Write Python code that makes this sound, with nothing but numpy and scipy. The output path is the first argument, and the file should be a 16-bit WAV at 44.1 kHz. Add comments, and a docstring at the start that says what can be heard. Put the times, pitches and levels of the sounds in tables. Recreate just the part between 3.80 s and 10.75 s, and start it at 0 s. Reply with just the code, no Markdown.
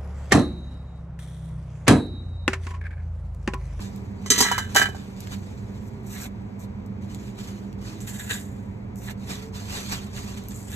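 """A steel lid drops on a stone counter, clangs, skids and rocks until a palm presses it flat and chokes it.
A spoon then crunches into a steel pan of sugar, two main scoops, and tips each into a paper cup:
crystals hiss and tick, the paper bottom drums, and a dry rustle follows the arm.
It is all close up, over a bed of refrigerator and fan hum in a small shop."""
import sys
import numpy as np
from scipy import signal
from scipy.fft import rfft, irfft, next_fast_len
from scipy.io import wavfile
from scipy.ndimage import map_coordinates

SR = 44100
rng = np.random.default_rng(int(sys.argv[2]) if len(sys.argv) > 2 else 0)


def log_audio(samples):
    """Write samples as a 16-bit WAV file to the path given in sys.argv[1]."""
    # one column per channel
    frames = np.atleast_2d(samples).T
    # limit to full scale, then quantise
    limited = np.clip(frames, -1, 1)
    pcm = np.round(limited * 32767).astype(np.int16)
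    wavfile.write(sys.argv[1], SR, pcm)


N = 306495
TIME = np.arange(N) / SR

# Table levels are relative: each layer gets its own gain in the mix.
# lid hits on the stone: t/s, ring/dB, hardness/dB, thud/dB, knock/dB, knock f/Hz
LID_HITS = [(0.46, -40.5, 2, -41.5, -33.5, 1064), (.502, -22.5, 9, -16.5, -27.5, 1236),
            (.510, -27, 0, -24.5, -40, 1260), (0.545, -24.5, -6, -31.5, -48, 1240),
            (0.579, -29.5, 6.5, -23, -35, 960), (0.587, -28, 6.5, -31.5, -25, 954),
            (.604, -29, 12.5, -20, -14, 960), (0.624, -26, 5, -27, -19.5, 1084),
            (0.647, -23, -22, -34.5, -22.5, 930), (.660, -22.5, -21, -40.5, -24, 870),
            (0.683, -23, -8.5, -44.5, -32, 850), (.714, -21.5, -2.5, -34, -14.5, 956),
            (.746, -28.5, -14, -48, -38, 960), (.779, -29.5, 4, -54, -18, 1032),
            (.798, -33, -26, -62, -31, 890), (0.947, -31.5, 6.5, -40, -38, 760),
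            (.953, -24, -8, -25, -16.5, 790), (0.96, -18, 4, -25, -14.5, 750),
            (0.965, -10.5, -5.5, -37.5, -49, 790), (0.979, -19.5, 0, -45, -33, 766),
            (0.995, -20, -2, -28, -19.5, 735), (1.015, -13.5, -8, -29, -23, 774),
            (1.024, -23, -1.5, -39, -22.5, 786), (1.056, -22.5, -10, -50, -33, 805),
            (1.087, -45, 1.5, -38, -33, 750), (1.146, -53, 1.5, -52, -34, 766)]
# the lid's main modes: f/Hz, level struck on edge/dB, level lying flat/dB, free t60/s
LID_MODES = [(399.5, -21.5, -24, .86), (958, -13, -20, .25), (1147, -14, -20, .35), (1313, -10, -6.5, .4),
             (1447, -20, -10, .3), (1577, -16, 4.5, .42), (1610, -15, -1, .3), (1655, -10, -5, .24),
             (1695, -13, -6, .3), (1725, -15, -9, .7), (1785, -11, -6, .3), (1870, -11, -12, .22),
             (1958, -1.5, -8, .25), (2010, -6, -10, .3), (2290, -16, -7, .25), (2437, -13, -7, .35),
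             (2934, -4, -14, .2), (3002, -8, 2.5, .4), (3080, -6, -12, .18), (3225, 0, -17, .16),
             (3500, -6, -10, .26), (3735, -10, -8, .25), (3915, -7, -14, .25), (3984, -7, -14, .25),
             (4060, -8, -15, .3), (4172, -5, -16, .25), (4430, -6, -15, .18), (4780, -12, -8, .11),
             (4934, -1, -15, .16), (5400, -6, -20, .2), (5575, -5, -14, .2), (6023, 0, -14, .15),
             (6196, 1, -15, .14), (6438, 0, -14, .17), (6724, -6, -11, .15), (7165, -4, -14, .15),
             (7270, -7, -13, .2), (7700, -6, -13, .15), (8091, -4, -13, .19), (8400, -8, -13, .13)]
# the lid settling: t/s, flatness (0 on edge, 1 pressed flat)
LID_FLATNESS = [(.62, 0.014), (.72, 0.79), (.96, 0.89)]
# modes of the rim's knock: multiple of its pitch, level/dB
KNOCK_MODES = [(.5, -16), (.8, -8), (1.001, -1.5), (1.2, -9), (1.45, -10), (2, -10.5), (3.3, -26.5),
               (6, -30)]
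# spoon digs: entry t/s, stop t/s, push length/s, entry crunch/dB, push crunch/dB, pan/dB
SPOON_DIGS = [(2.012, 2.084, 0.03, -58.5, -55, -80), (2.25, 2.462, 0.27, -48.5, -38, -45.5),
              (2.778, 2.847, 0.073, -51.5, -60.5, -55.5), (5.15, 5.312, 0.13, -48, -39.5, -44.5)]
# sugar clumps landing in the cup: t/s, hiss/dB, cup/dB, t60/s
SUGAR_CLUMPS = [(4.214, -39.5, -57.5, 0.5), (4.278, -30, -47.5, 0.32), (4.341, -34, -54.5, 0.32),
                (4.397, -32.5, -46.5, 0.42), (4.445, -39, -56, 1), (4.499, -29, -43, .15),
                (4.51, -27.5, -33.5, 0.23), (4.538, -25.5, -52, 0.29), (4.585, -45, -77, 0.082),
                (6.699, -44, -79, 1), (6.719, -46, -59, 0.059), (6.75, -40.5, -78, 0.84),
                (6.785, -45.5, -78, 0.86), (6.882, -40.5, -57, 0.91), (6.932, -34.5, -51, 0.8)]
# single crystals and light spoon touches: t/s, level/dB, brightness/(dB per octave)
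TICKS = [(0.161, -37.5, 1), (1.4047, -27, 1.5), (1.472, -33, -8), (3.0617, -46.5, 0), (3.347, -32, -2),
         (3.928, -42.5, -5), (4.205, -33.5, 0), (4.274, -30.5, -2), (4.342, -34, 3), (4.350, -39, 1),
         (4.507, -20, 0), (5.1577, -33.5, 7.5), (6.638, -40, 1), (6.649, -49.5, -2), (6.685, -25, 11),
         (6.709, -38, -5), (6.719, -37, 0), (6.917, -28.5, 2)]
# arm moves, and near 0.92 s the lid sliding on the stone: fastest t/s, level/dB, rise/s, t60/s
ARM_MOVES = [(.035, -42, 0.11, 0.36), (.165, -56.5, 0.085, 1.4), (.46, -52, 0.11, 0.22),
             (.92, -43, 0.06, 0.98), (1.155, -49.5, 0.01, 1.6), (1.409, -47.5, 0.075, 1.6),
             (1.538, -38, 0.062, 0.082), (1.66, -57.5, 0.073, 5.6), (1.97, -55, 0.041, .25),
             (3.226, -55.5, 0.022, 0.41), (3.31, -50, 0.046, 1.3), (3.47, -50.5, 0.11, 0.46),
             (3.606, -41.5, 0.05, 0.4), (3.70, -47.5, 0.15, 0.81), (4.078, -44, 0.12, 0.81),
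             (4.771, -62.5, 0.071, 0.86), (5.462, -49.5, 0.12, .4), (5.518, -34, 0.069, 0.38),
             (5.625, -45, 0.027, 0.25), (5.765, -40.5, 0.053, 2), (5.91, -38, 0.05, 1.4),
             (5.989, -33.5, 0.15, 0.76), (6.13, -30.5, 0.066, 0.29), (6.368, -37.5, 0.058, 1.2),
             (6.51, -45, 0.042, 0.25), (6.58, -44, .03, 0.15)]
# compressor and fan tones: f/Hz, level/dB, wander/Hz
MOTOR_TONES = [(97.8, -43, 2.81), (116, -45.5, 0.25), (182.6, -55, 0.35), (193.6, -43.5, 0.63),
               (202, -45.5, 0.32), (208.3, -52.5, 0.14), (217.8, -50, 0.072), (243.6, -60, 0.16),
               (281.3, -57.5, 0.64), (393.3, -58, 9.14), (973, -68, 12)]
# faint low swells: centre t/s, half length/s, f/Hz, level/dB
SWELLS = [(2.2, .4, 398, -51), (3.35, 0.28, 311, -49.5), (3.794, .25, 326, -49.5), (4.14, 0.2, 313, -47.5),
          (4.56, .25, 287.7, -52), (5.67, .17, 430, -46)]

# tone colours: f/Hz, level/dB
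SHIMMER_EQ = [(1000, -11.5), (2000, 3), (2700, -3.5), (3900, 5), (4700, -10.5), (6500, -1), (8500, -5.5),
              (11000, -7.5), (14500, -18)]  # the lid's crowd of weaker modes
CRACK_EQ = [(300, -20.5), (1500, -12.5), (2600, -9), (4500, -3), (6400, 2), (8300, 1), (11000, -3),
            (14500, -11)]  # steel meeting stone
THUD_EQ = [(100, -17), (190, -8), (235, 3.5), (300, -5.5), (390, 0.5), (480, -6.5), (650, -41)]  # the counter's body
SKID_EQ = [(450, -1), (1200, -3), (1850, 0.5), (2450, 3.5), (3300, -0.5), (5600, -4), (9000, -12.5)]  # the rim scraping
CRUNCH_EQ = [(2500, -20), (4600, -9), (6000, 0.5), (7200, 1), (8800, 3), (10500, -6.5), (12500, -1),
             (13800, -5), (14800, -11)]  # crystals crushed against the spoon
PAN_EQ = [(300, -9), (700, 9.5), (1200, 7.5), (1850, 9.5), (2400, 9), (3100, 3), (4000, 7.5), (5000, -6),
          (7000, -30)]  # the steel pan's body
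POUR_EQ = [(2500, -5.5), (4600, -2.5), (5800, -3), (7100, 9), (8800, 6), (10500, 2.5), (12300, -1),
           (14500, -6.5)]  # falling sugar
CUP_EQ = [(300, -15), (700, -11), (1150, -20), (1400, -3), (1680, 4), (1980, -1), (2200, -11), (2600, -4),
          (3000, -7), (3800, -3), (4150, -14), (6000, -30)]  # the cup's paper bottom
TICK_EQ = [(1500, -10.5), (3500, -3.5), (7200, 2.5), (11000, -3.5), (14500, -1.5)]  # one tiny contact
RUSTLE_EQ = [(250, 3), (600, -3), (720, -1.5), (1080, 2), (1400, -1.5), (1900, 0), (2130, -4), (2360, 1.5),
             (2700, -2.5), (3060, -2.5), (3400, -1.5), (4050, -0.5), (4500, -2), (5800, -4), (6600, -2),
             (8500, -4), (11500, -11), (14500, -15.5)]  # the moving arm
AIR_EQ = [(20, -31), (48, -2), (75, 0), (135, 0), (160, -11), (230, -5.5), (310, -13.5), (410, -11.5),
          (580, -18.5), (950, -21), (1300, -28), (1900, -30.5), (2300, -29), (2900, -39.5), (7000, -49),
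          (14000, -61)]  # moving air
FAR_TAIL_EQ = [(300, -7), (1600, -3.5), (3000, -9.5), (6000, -22.5), (12000, -41)]  # the shop's far reverb

# stereo width at the counter and in the room: f/Hz, likeness (0 wide, 1 mono)
NEAR_LIKENESS = [(200, 1), (1000, 0.54), (3000, 0.43), (6500, 0.93), (12000, 1)]
ROOM_LIKENESS = [(150, 1), (370, 0.15), (900, 0.099), (3000, 0.58), (6500, 0.84)]
# stereo lean of the counter and of the machines: f/Hz, left minus right/dB
NEAR_BALANCE = [(250, -2), (700, -3), (2000, -2.6), (4500, -1), (8000, 0)]
MACHINE_BALANCE = [(60, 0), (150, -5), (370, -2.5), (940, 1.5), (2340, 1), (5840, 0.5), (14600, 1.5)]
# phase across the microphone pair, and the extra from the lid lying to the right: f/Hz, left lead/rad
MIC_PHASE = [(400, 0), (2000, .8), (3000, 2.1), (4000, 1.7), (5200, 3.3), (6100, 6.2), (7500, 6.3),
             (9400, 9.4), (10100, 9.5), (11600, 12.5), (13200, 12.6), (14200, 15.7)]
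LID_PHASE = [(300, 0), (900, -2), (1600, -.4), (2000, -.4), (2400, -3.6), (3050, -3.7), (3800, -6.28)]

SPLIT = np.array([[.5], [-.5]])  # shares a phase gap between left and right


def lid(crack_db=2.5, crack_per_hardness=1.46):
    """Each hit rings the steel and stacks three transients: contact crack, counter thud, rim knock."""
    out = lid_ring()
    for s, ring_db, hard_db, thud_db, knock_db, knock_hz in LID_HITS:
        add(out, s, from_db(ring_db + crack_db + crack_per_hardness * hard_db) * burst(CRACK_EQ, t60=0.06))
        add(out, s, from_db(thud_db) * burst(THUD_EQ, t60=0.09))
        add(out, s, from_db(knock_db) * rim_knock(knock_hz))
    return out


def lid_ring(span_s=(.45, 1.5), step_s=.001, waver_db=1.8, wavers_per_s=70, buzz_db=1.8, level_db=-5.0):
    """The loose rim chatters on stone: each mode wavers in pitch and level, and the whole sheet buzzes."""
    modes = np.vstack([LID_MODES, shimmer_modes()])
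    steps, t = np.arange(*span_s, step_s), np.arange(*span_s, 1 / SR)
    energy = mode_energy(modes, steps, step_s)
    ringing, out = np.zeros((2, len(t))), np.zeros((2, N))
    for hz, swing in zip(modes[:, 0], np.sqrt(energy.T)):
        waver_hz = 9 * np.sqrt(hz / 1600)
        pitch = hz + waver_hz * drift(wavers_per_s, steps)
        phase = np.interp(t, steps, 2 * np.pi * (np.cumsum(pitch) * step_s + rng.random()))
        # each mode radiates in its own pattern, so left and right catch it out of step
        apart = (lid_lead(hz) + 0.53 * rng.standard_normal()) * SPLIT
        envelope = np.interp(t, steps, swing * from_db(waver_db * drift(wavers_per_s, steps)))
        ringing += envelope * np.sin(phase + apart)
    add(out, t[0], ringing * from_db(level_db + buzz_db * drift(330, t)))
    return out


def shimmer_modes(count=105, level_db=-19.5, t60=0.59):
    """A crowd of weak, unevenly spaced modes gives the steel its sheen."""
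    hz = np.linspace(1100, 14200, count) + rng.uniform(-55, 55, count)
    db = at_hz(SHIMMER_EQ, hz) + level_db
    return np.c_[hz, db, db, np.full(count, t60)]


def mode_energy(modes, steps, step_s, flat_db_per_s=106.0, palm_db_per_s=270, palm_s=(0.93, 1.5)):
    """Hits feed the modes; lying flat the lid rings lower and shorter, and the palm chokes it."""
    hz, edge_db, flat_db, t60 = modes.T
    flat = np.interp(steps, *np.transpose(LID_FLATNESS))
    treble = np.interp(np.log(hz), np.log([1900, 5600]), [0, 1])  # harder hits ring brighter
    energy = np.zeros((len(steps), len(hz)))
    for s, ring_db, hard_db, *_ in LID_HITS:
        i = np.searchsorted(steps, s + step_s)
        colour_db = edge_db + flat[i] * (flat_db - edge_db) + hard_db * treble
        energy[i] += from_db(ring_db + colour_db + rng.standard_normal(len(hz))) ** 2
    palm_on, palm_off = palm_s
    palm = np.interp(steps, [palm_on - step_s, palm_on, palm_off, palm_off + step_s], [0, 1, 1, 0])
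    choking = flat_db_per_s * flat + palm_db_per_s * palm
    for i in range(1, len(steps)):
        energy[i] += energy[i - 1] * from_db(-(60 / t60 + choking[i]) * step_s) ** 2
    return energy


def rim_knock(pitch_hz, t60=0.045, attack_s=0.0008):
    """A tight clack on the stone: a few damped modes, pitched by where the rim lands."""
    t, out = np.arange(SR // 7) / SR, 0
    for multiple, db in KNOCK_MODES:
        hz = multiple * pitch_hz
        phase = 2 * np.pi * (hz * t + rng.random())
        out += np.sqrt(2) * from_db(db) * np.sin(phase + lid_lead(hz) * SPLIT)
    return out * from_db(-60 * t / t60) * (1 - np.exp(-t / attack_s))


def rim_skid(level_db=-32.5):
    """The tilted rim scrapes and rattles along the stone among the first hits."""
    grit = grains(SKID_EQ, per_s=900, spread_db=3.0, clump_db=2.5, off_axis=-1.8)
    return from_db(level_db) * stroke(.56, rise_s=.055, t60=0.52) * shifting(grit, depth_db=5.0)


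def spoon_digs(bite_s=0.021, stop_t60=0.055, crunch_db=-4.0, pan_db=2.0):
    """The spoon bites in, crunches and pushes until it stops; the pan adds body under the push."""
    crushing, pressure = [], []
    for enters, stops, push_s, entry_db, push_db, body_db in SPOON_DIGS:
        bite = np.clip((TIME - enters) / bite_s, 0, 1)
        release = from_db(-60 * np.clip((TIME - stops) / stop_t60, 0, 2))
        push = stroke(stops, push_s, stop_t60)
        crushing += [from_db(entry_db) * bite * release, from_db(push_db) * push]
        pressure.append(from_db(body_db) * push)
    crunch = grains(CRUNCH_EQ, per_s=4500, spread_db=2.5, clump_db=2.0)
    pan = shifting(grains(PAN_EQ, per_s=1200, spread_db=2.5, clump_db=1.0), depth_db=4.0)
    return from_db(crunch_db) * power_sum(crushing) * crunch + from_db(pan_db) * power_sum(pressure) * pan


def sugar_pour(landing_s=.016, hiss_db=-5.0, cup_db=6.5):
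    """Sugar patters in clumps on the cup's paper bottom, which drums near 1.7 kHz."""
    falling = power_sum(from_db(db) * stroke(s, landing_s, t60) for s, db, _, t60 in SUGAR_CLUMPS)
    drumming = power_sum(from_db(db) * stroke(s, landing_s, t60) for s, _, db, t60 in SUGAR_CLUMPS)
    hiss = shifting(grains(POUR_EQ, per_s=3000, spread_db=2.6, clump_db=1.0), depth_db=3.5)
    cup = shifting(grains(CUP_EQ, per_s=1400, spread_db=2.5, clump_db=1.8), depth_db=3.5)
    return from_db(hiss_db) * falling * hiss + from_db(cup_db) * drumming * cup


def ticks():
    """Tiny contacts: crystals on steel are bright, touches on paper duller."""
    out = np.zeros((2, N))
    for s, db, bright_db in TICKS:
        colour = [(hz, level + bright_db * np.log2(hz)) for hz, level in TICK_EQ]
        add(out, s, from_db(db) * burst(colour, t60=0.011, attack_s=0.0001))
    return out


def arm_rustle(level_db=-0.5):
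    """A dry, grainy rustle rides the arm's speed as it reaches and levels the spoon; the same texture carries
    the lid's slide on the stone near 0.92 s."""
    speed = power_sum(from_db(db) * stroke(s, rise_s, t60) for s, db, rise_s, t60 in ARM_MOVES)
    texture = grains(RUSTLE_EQ, per_s=5000, spread_db=2.2, clump_db=1.5, off_axis=1.8)
    return from_db(level_db) * speed * shifting(texture, depth_db=3.5)


def machines(air_db=-38.5, waver=0.37, width_rad=0.24):
    """Motors hum, each wandering in pitch and level, over the rumble of moved air."""
    air = stereo(rng.standard_normal((2, N)), AIR_EQ, off_axis=1.43, likeness=ROOM_LIKENESS)
    out = from_db(air_db) * air
    for hz, db, wander_hz in MOTOR_TONES:
        phase = 2 * np.pi * (np.cumsum(hz + wander_hz * drift(12)) / SR + rng.random())
        apart = width_rad * rng.standard_normal() * SPLIT
        out += np.sqrt(2) * from_db(db) * (1 + waver * drift(7)) * np.sin(phase + apart)
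    return panned(out, MACHINE_BALANCE)


def swells(wander_hz=13):
    """Soft, unsteady tones fade in and out under the hum."""
    out, wander = np.zeros((2, N)), wander_hz * drift(30)
    for s, half_s, hz, db in SWELLS:
        during = np.abs(TIME - s) < half_s
        phase = 2 * np.pi * np.cumsum(hz + wander[during]) / SR
        fade = np.cos(np.pi / 2 * (TIME[during] - s) / half_s) ** 2
        out[:, during] += np.sqrt(2) * from_db(db) * fade * np.sin(phase)
    return out


def shop_reverb(x, near_t60=0.06, near_db=-6.5, far_t60=0.55, far_db=-32.0):
    """Close walls and shelves return a tight diffuse tail, the far room a faint, darker, longer one."""
    t = np.arange(SR // 2) / SR
    near = rng.standard_normal((2, len(t))) * from_db(-60 * t / near_t60) * (t > .004)
    far = stereo(rng.standard_normal((2, len(t))), FAR_TAIL_EQ, off_axis=0, likeness=ROOM_LIKENESS)
    far = far * from_db(-60 * t / far_t60) * (t > .02)
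    tail = sum(from_db(db) * part / np.linalg.norm(part, axis=1, keepdims=True)
               for db, part in [(near_db, near), (far_db, far)])
    return x + signal.fftconvolve(x, tail, axes=1)[:, :N]


def burst(spectrum, t60, attack_s=0.0013):
    """One contact: coloured noise with a snap attack and a fast decay."""
    t = np.arange(SR // 7) / SR
    noise = stereo(rng.standard_normal((2, len(t))), spectrum, off_axis=-2.1)
    return noise * from_db(-60 * t / t60) * (1 - np.exp(-t / attack_s))


def grains(spectrum, per_s, spread_db, clump_db, off_axis=1.0):
    """Granular texture: random collisions of uneven size, bunched in small clumps."""
    draw = rng.random((2, N)) * SR / per_s
    born = draw < 1
    clicks = np.zeros((2, N))
    clicks[born] = from_db(spread_db * np.minimum(-np.log(draw[born] + 1e-9), 5))
    clicks *= rng.choice([-1, 1], (2, N))
    return stereo(clicks * from_db(clump_db * drift(90)), spectrum, off_axis)


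def shifting(x, depth_db, per_s=45, width_hz=230):
    """As the point of contact moves, narrow resonances come and go; rms 1."""
    hz, t, spectra = signal.stft(x, SR, nperseg=512)
    grid = np.meshgrid(hz / width_hz, t * per_s, indexing="ij")
    colour = map_coordinates(rng.standard_normal((256, 512)), grid, order=1, mode="wrap")
    return rms_one(signal.istft(spectra * from_db(depth_db * colour), SR)[1][:, :N])


def stroke(s, rise_s, t60):
    """Envelope of one gesture: a smooth rise to its peak at time s, then a steady decay."""
    gain, during = np.zeros(N), slice(*np.searchsorted(TIME, [s - rise_s, s + t60]))
    t = TIME[during] - s
    rise = np.sin(np.pi / 2 * np.clip(1 + t / rise_s, 0, 1)) ** 2
    gain[during] = rise * from_db(-60 * np.maximum(t, 0) / t60)
    return gain


def stereo(pair, spectrum, off_axis, likeness=NEAR_LIKENESS):
    """EQ two unrelated signals and blend them as mid and side; rms 1."""
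    n = next_fast_len(pair.shape[1])
    hz = np.arange(n // 2 + 1) * SR / n
    mid, side = rfft(pair, n) * from_db(at_hz(spectrum, hz))
    alike = at_hz(likeness, hz)
    mid, side = mid * np.sqrt(1 + alike), side * np.sqrt(1 - alike)
    # an off-axis source turns the midrange phase further
    lead = at_hz(MIC_PHASE, hz) + off_axis * np.interp(hz, [400, 600, 2500, 4000], [0, 1, 1, 0])
    left, right = mid + side, (mid - side) * np.exp(-1j * lead)
    return rms_one(irfft([left, right], n)[:, :pair.shape[1]])


def lid_lead(hz):
    """Radians by which a lid tone leads on the left."""
    return at_hz(MIC_PHASE, hz) + at_hz(LID_PHASE, hz)


def panned(x, balance):
    """Pan frequency by frequency."""
    n = next_fast_len(N)
    lean = at_hz(balance, np.arange(n // 2 + 1) * SR / n) / 2
    return irfft(rfft(x, n) * from_db([lean, -lean]), n)[:, :N]


def drift(per_s, t=TIME):
    """Random modulation, gliding to a new value per_s times a second; rms 1."""
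    knots = rng.standard_normal(4000)
    return rms_one(np.interp(t * per_s, np.arange(len(knots)), knots))


def at_hz(points, hz):
    """Read a curve on a log-frequency axis."""
    f, value = np.transpose(points)
    return np.interp(np.log(np.maximum(hz, 1)), np.log(f), value)


def add(out, s, sound):
    """Mix a stereo sound in at time s."""
    i = max(round(s * SR), 0)
    out[:, i:i + sound.shape[1]] += sound[:, :N - i]


def power_sum(gains):
    """Overlapping streams of grains add in power."""
    return np.sqrt(sum(gain ** 2 for gain in gains))


def from_db(db):
    """Decibels to gain."""
    return 10 ** (np.asarray(db) / 20)


def rms_one(x):
    """Scale to unit power."""
    return x / np.sqrt(np.mean(x ** 2) + 1e-20)


def scene():
    """The counter action up front, in the shop's reverb, over the bed of hum."""
    counter = lid() + rim_skid() + spoon_digs() + sugar_pour() + arm_rustle() + ticks()
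    return shop_reverb(panned(counter, NEAR_BALANCE)) + machines() + swells()


def record(dry, notch_hz=9800, notch_width_hz=2410, cutoff_hz=14200):
    """The microphone's dead band notches the treble; peaks are soft-clipped and the top is cut."""
    notched = signal.lfilter(*signal.iirnotch(notch_hz, notch_hz / notch_width_hz, fs=SR), dry)
    low_pass = signal.ellip(10, .2, 80, cutoff_hz, fs=SR, output="sos")
    return signal.sosfilt(low_pass, np.tanh(notched))


dry = scene()
out = record(dry)
log_audio(out)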